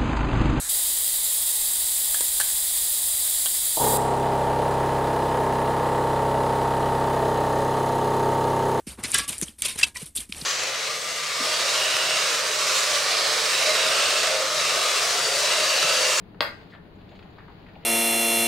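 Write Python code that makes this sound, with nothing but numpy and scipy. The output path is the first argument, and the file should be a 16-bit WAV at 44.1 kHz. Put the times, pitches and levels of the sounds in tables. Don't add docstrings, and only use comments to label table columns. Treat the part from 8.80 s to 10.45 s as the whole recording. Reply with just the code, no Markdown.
import sys
import numpy as np
from scipy import signal
from scipy.fft import rfft, irfft
from scipy.io import wavfile
from scipy.ndimage import uniform_filter1d

SR = 44100
rng = np.random.default_rng(int(sys.argv[2]) if len(sys.argv) > 2 else 0)


def transcribe(u):
    v = np.clip(np.atleast_2d(u).T, -1, 1)
    q = np.round(v * 32767).astype(np.int16)
    wavfile.write(sys.argv[1], SR, q)


N = 72765
T = np.arange(N) / SR

# (time [s], rise [s], hold [s], t60 [s], earth level [dB], pebble level [dB], grit level [dB])
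HOOF_PRESSES = [ (-.02, 0.0061, 0.0062, 0.07, -47, -49, -47.5), (0.066, .006, .026, 0.15, -51, -41.5, -42),
                (0.11, 0.0094, 0.0059, 0.14, -49.5, -54, -47),
                (0.172, 0.022, 0.01, 0.17, -41.5, -52, -50.5), (0.228, 0.016, 0.012, 0.067, -46, -29, -41),
                (0.257, 0.026, 0.034, 0.047, -45, -42.5, -37.5),
                (0.322, 0.031, 0.0055, 0.11, -38, -24, -31), (0.371, 0.012, 0.016, 0.16, -43, -28, -33),
                (0.429, 0.0085, 0.0044, 0.1, -50, -42, -47.5),
                (0.475, 0.011, 0.017, 0.14, -44.5, -36.5, -32),
                (0.518, 0.0069, 0.0055, 0.34, -50.5, -40, -41), (0.574, .04, 0.017, 0.14, -57, -68, -40),
                (0.617, 0.012, 0.0028, 0.057, -42.5, -35, -54),
                (0.65, 0.027, 0.01, 0.16, -56.5, -49, -45.5),
                (0.782, 0.0049, 0.021, 0.13, -62.5, -50.5, -43.5),
                (0.821, .003, 0.031, 0.3, -52.5, -32.5, -40), (.846, .011, 0.0046, 0.044, -43, -29, -25),
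                (0.878, 0.0082, 0.0055, 0.22, -49, -36.5, -33.5),
                (0.956, 0.0027, 0.0015, 0.031, -39.5, -46, -40),
                (0.973, 0.018, 0.0093, 0.075, -43.5, -30, -30.5),
                (1.009, 0.0057, 0.0022, 0.068, -48, -30.5, -60),
                (1.026, 0.0068, 0.0091, 0.039, -44, -20, -27.5),
                (1.062, .006, 0.0054, 0.12, -45.5, -39, -41.5),
                (1.143, 0.027, 0.0044, 0.075, -51, -37, -37.5),
                (1.178, 0.037, 0.011, 0.18, -51.5, -43, -40.5), (1.256, .006, 0.0054, 0.11, -62, -54, -41),
                (1.35, 0.01, 0.0091, 0.1, -49, -45.5, -27), (1.385, 0.021, .015, 0.15, -53, -43, -40),
                (1.49, 0.0017, .01, 0.14, -79, -54, -48), (1.52, .004, 0.011, 0.23, -53, -45.5, -46.5),
                (1.549, 0.017, 0.1, .2, -50.5, -45, -43)]
# (frequency [Hz], relative level [dB])
EARTH_SPECTRUM = [(40, -48), (110, -2), (220, -6), (380, -1), (700, -2.5), (1150, -2), (1700, -3),
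                  (3000, -10.5)]
PEBBLE_SPECTRUM = [(500, -44.5), (1000, -10.5), (1600, -5), (2300, 5), (3200, 5.5), (4800, 5), (6500, 4.5),
                   (9000, 7), (15000, -50)]
GRIT_SPECTRUM = [(1500, -29), (4000, -10), (6500, -11.5), (7600, -1.5), (9000, 9.5), (10300, 5.5),
                 (11500, 0), (14000, -9.5), (16000, -71)]
# (time [s], length [s], tick level [dB], knock level [dB], knock pitch [Hz])
STONE_SLIPS = [ (0.236, 0.0037, -23.5, -47, 3280), (0.3178, 0.00051, -13, -39, 5200),
               (0.3212, 0.0027, -29, -41, 5000), (0.341, 0.0065, -15.5, -22, 3340),
               (.382, 0.0055, -19, -30, 3800), (0.4788, 0.0031, -26, -43, 2950),
               (.489, 0.0069, -24, -32.5, 2960), (0.527, 0.0056, -33, -34, 2730),
               (0.5808, .0016, -26, -39, 4640), (0.587, 0.0012, -27.5, -56, 4960),
               (0.6138, 0.0013, -18.5, -29, 2320), (0.62, 0.016, -30.5, -29, 6400),
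               (0.8195, 0.0031, -17.5, -24.5, 3150), (0.99, 0.00083, -20, -38, 4900),
               (1.0825, 0.0014, -34, -52, 4000), (1.168, 0.0045, -33, -31.5, 5400),
               (1.352, 0.0019, -37, -58, 3540), (1.3624, 0.0023, -23.5, -57, 3500),
               (1.365, 0.02, -33, -31, 3630), (1.403, 0.0038, -31.5, -34.5, 3330),
               (1.5229, 0.0014, -36, -24.5, 2430), (1.5237, 0.0024, -57, -24.5, 3490),
               (1.547, 0.00076, -46, -31, 2490), (1.61, 0.008, -58, -32, 4350)]
# (time [s], level [dB], final pitch [Hz], extra pitch at the start [ratio])
FOOTFALLS = [(0.07, -29, 139, 2.05), (.186, -32, 199, 0.68), (.243, -32, 220, 0.82),
             (.403, -38.5, 280, 0.25), (.479, -39, 269, .2), (.498, -33.5, 212, .2),
             (.622, -26.5, 327, 0.033), (.625, -25, 162, 0.47), (.688, -40.5, 220, 0.15),
             (.853, -36.5, 346, 0.9), (.958, -43.5, 428, 0.46), (0.989, -44, 196, 0.18),
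             (1.215, -39.5, 423, .2), (1.226, -31, 150, 0.32), (1.385, -37.5, 228, 0.14),
             (1.494, -34.5, 180, 0.72), (1.621, -32, 133, 0.96)]
# (time [s], level [dB])
METAL_HITS = [(0.3447, -1), (0.386, -9.5)]
# (frequency [Hz], level [dB], t60 [s])
METAL_MODES = [(1128, -35.5, 0.33), (1150, -37.5, 0.58), (1354, -31.5, 0.2), (1630, -21, 0.11),
               (1676, -31.5, 0.29), (1757, -28.5, .14), (1991, -21.5, 0.075), (2326, -46, 0.11),
               (2800, -41.5, 0.37), (3020, -20.5, 0.075), (3560, -37, 0.32), (3910, -28.5, 0.13),
               (4100, -47, 0.11), (4920, -30.5, 0.2), (4910, -24.5, 0.097), (5655, -22, 0.067),
               (9300, -34, .11)]
STONE_MODES = [(2630, -16.5, 0.068), (2675, -10.5, 0.031), (3060, -25.5, 0.08), (3800, -25, 0.07),
               (4020, -23, 0.035), (4880, -17, 0.018), (5400, -46, 0.019), (5900, -54.5, .045)]
# (time [s], pitch [Hz], level [dB], t60 [s])
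LOOSE_STONES = [(.236, 2008, -32, 0.083), (0.486, 2920, -30, .04), (0.582, 4600, -36, 0.015),
                (0.6821, 3200, -29.5, 0.0095), (.738, 3150, -60, .03), (.856, 1037, -48.5, 0.6),
                (0.887, 2239, -35, 0.061), (0.886, 3720, -31.5, 0.14), (.986, 1655, -37, 0.28),
                (.987, 4900, -33, 0.055), (1.011, 1864, -27, .03), (1.034, 931, -43, .2),
                (1.158, 1947, -29, 0.059), (1.159, 2353, -31, 0.047), (1.159, 1005, -41, .15)]
# (frequency [Hz], relative level [dB])
AIR_SPECTRUM = [(20, -7), (45, 0), (90, -15), (200, -17), (500, -32), (1500, -30), (5000, -33),
                (9000, -21.5), (15000, -33)]


def hoof_crunches():
    earth = grains(EARTH_SPECTRUM, per_s=9000, spread_db=1.5, cycles=9.4)
    pebbles = grains(PEBBLE_SPECTRUM, per_s=9000, spread_db=2.5, cycles=77)
    grit = grains(GRIT_SPECTRUM, per_s=7000, spread_db=0.0, cycles=26)
    out = np.zeros(N)
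    for start, rise, hold, t60, earth_db, pebble_db, grit_db in HOOF_PRESSES:
        gravel = from_db(earth_db) * earth + from_db(pebble_db) * pebbles + from_db(grit_db) * grit
        out += envelope(start, rise, hold, t60) * gravel
    return out


def grains(spectrum, per_s, spread_db, cycles, count=48):
    pitches = np.geomspace(spectrum[0][0], spectrum[-1][0], count)
    sizes = from_db(spread_db * np.minimum(rng.exponential(1, N), 4)) * rng.choice([-1, 1], N)
    touches = sizes * (rng.random(N) < per_s / SR)
    pitch_index = rng.integers(0, count, N)
    rings = sum(resonate(touches * (pitch_index == k), hz, 2 * hz / cycles) / np.sqrt(hz)
                for k, hz in enumerate(pitches))
    return colour(rings, spectrum)


def stone_snaps():
    out = np.zeros(N)
    for start, length, tick_db, knock_db, knock_hz in STONE_SLIPS:
        slip = envelope(start, rise=length / 2, hold=length / 4, t60=3.1 * length)
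        slip_rms = np.sqrt(np.mean(slip ** 2))
        tick, crack, knock = (8980, 2060, tick_db), (7860, 2700, tick_db - 6), (knock_hz, 910, knock_db)
        for hz, width_hz, db in (tick, crack, knock):
            friction = slip * rng.standard_normal(N)
            burst = resonate(friction, hz, width_hz, 2 * width_hz)
            out += from_db(db) * slip_rms * unit_rms(burst)
    return out


def hoof_thuds():
    sag_s = 0.0045
    out = np.zeros(N)
    for start, db, hz, sag in FOOTFALLS:
        pitch = hz * (1 + sag * np.exp(-np.maximum(T - start, 0) / sag_s))
        phase = 2 * np.pi * np.cumsum(pitch * (T > start)) / SR
        out += from_db(db) * envelope(start, rise=0.0028, hold=0.002, t60=0.043) * np.sin(phase)
    return out


def metal_clank():
    touch_s, damping_db_per_s = 0.478, 351
    damping = from_db(-damping_db_per_s * np.maximum(T - touch_s, 0))
    return struck(METAL_MODES, METAL_HITS, rise=0.0029) * damping


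def stone_clack():
    kick_s, skid_s = 1.0298, 0.0061
    return struck(STONE_MODES, [(kick_s, 0)], rise=skid_s / 2, hold=skid_s / 2)


def stone_pings():
    return sum(struck([(hz, db, t60)], [(start, 0)], rise=0.0014) for start, hz, db, t60 in LOOSE_STONES)


def struck(modes, hits, rise, hold=0):
    out = np.zeros(N)
    for hz, db, t60 in modes:
        ring = sum(from_db(db + hit_db) * envelope(start, rise, hold, t60) for start, hit_db in hits)
        out += ring * np.sin(2 * np.pi * (hz * T + rng.random()))
    return out


def background(steps):
    hum_hz, hum_width_hz, soil_hz, soil_width_hz, lag_s = 60.8, 26.5, 220, 170, 0.012
    step_level = np.abs(uniform_filter1d(np.abs(steps), size=1400))
    swell = np.interp(T - lag_s, T, step_level) ** 0.32
    hum_noise = rng.standard_normal(2 * N)
    hum = resonate(hum_noise, hum_hz, hum_width_hz, 2 * hum_width_hz, 2 * hum_width_hz)[N:]
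    soil = resonate(rng.standard_normal(N), soil_hz, soil_width_hz, soil_width_hz)
    air = colour(rng.standard_normal(N), AIR_SPECTRUM)
    return from_db(-52.5) * unit_rms(hum * swell) + from_db(-60) * unit_rms(soil * swell) + from_db(-61) * air


def from_db(db):
    return 10 ** (np.asarray(db) / 20)


def unit_rms(x):
    return x / np.sqrt(np.mean(x ** 2) + 1e-20)


def colour(x, spectrum):
    hz, db = np.transpose(spectrum)
    bins = np.maximum(np.fft.rfftfreq(N, 1 / SR), 1)
    gain = from_db(np.interp(np.log(bins), np.log(hz), db))
    return unit_rms(irfft(rfft(x) * gain, N))


def resonate(x, hz, *widths_hz):
    for width_hz in widths_hz:
        r = np.exp(-np.pi * width_hz / SR)
        feedback = [1, -2 * r * np.cos(2 * np.pi * hz / SR), r * r]
        x = signal.lfilter(np.array([1, 0, -1]) * (1 - r * r) / 2, feedback, x + 1e-18)
    return x


def envelope(start, rise, hold, t60):
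    age = T - start
    return np.clip(age / rise, 0, 1) * from_db(-60 * np.clip(age - rise - hold, 0, 2 * t60) / t60)


def scene():
    steps = hoof_crunches() + stone_snaps() + metal_clank() + stone_pings() + stone_clack()
    mid = steps + hoof_thuds() + background(steps)
    treble = signal.butter(6, 7600, "high", fs=SR, output="sos")
    wander = signal.sosfilt(signal.butter(2, 250, fs=SR, output="sos"), rng.standard_normal(N))
    pan = unit_rms(np.tanh(unit_rms(wander)))
    side = from_db(-10) * signal.sosfilt(treble, pan * mid)
    return np.array([mid + side, mid - side])


def record(dry):
    return signal.sosfilt(signal.ellip(10, .2, 70, 14600, fs=SR, output="sos"), dry)


dry = scene()
out = record(dry)
transcribe(out)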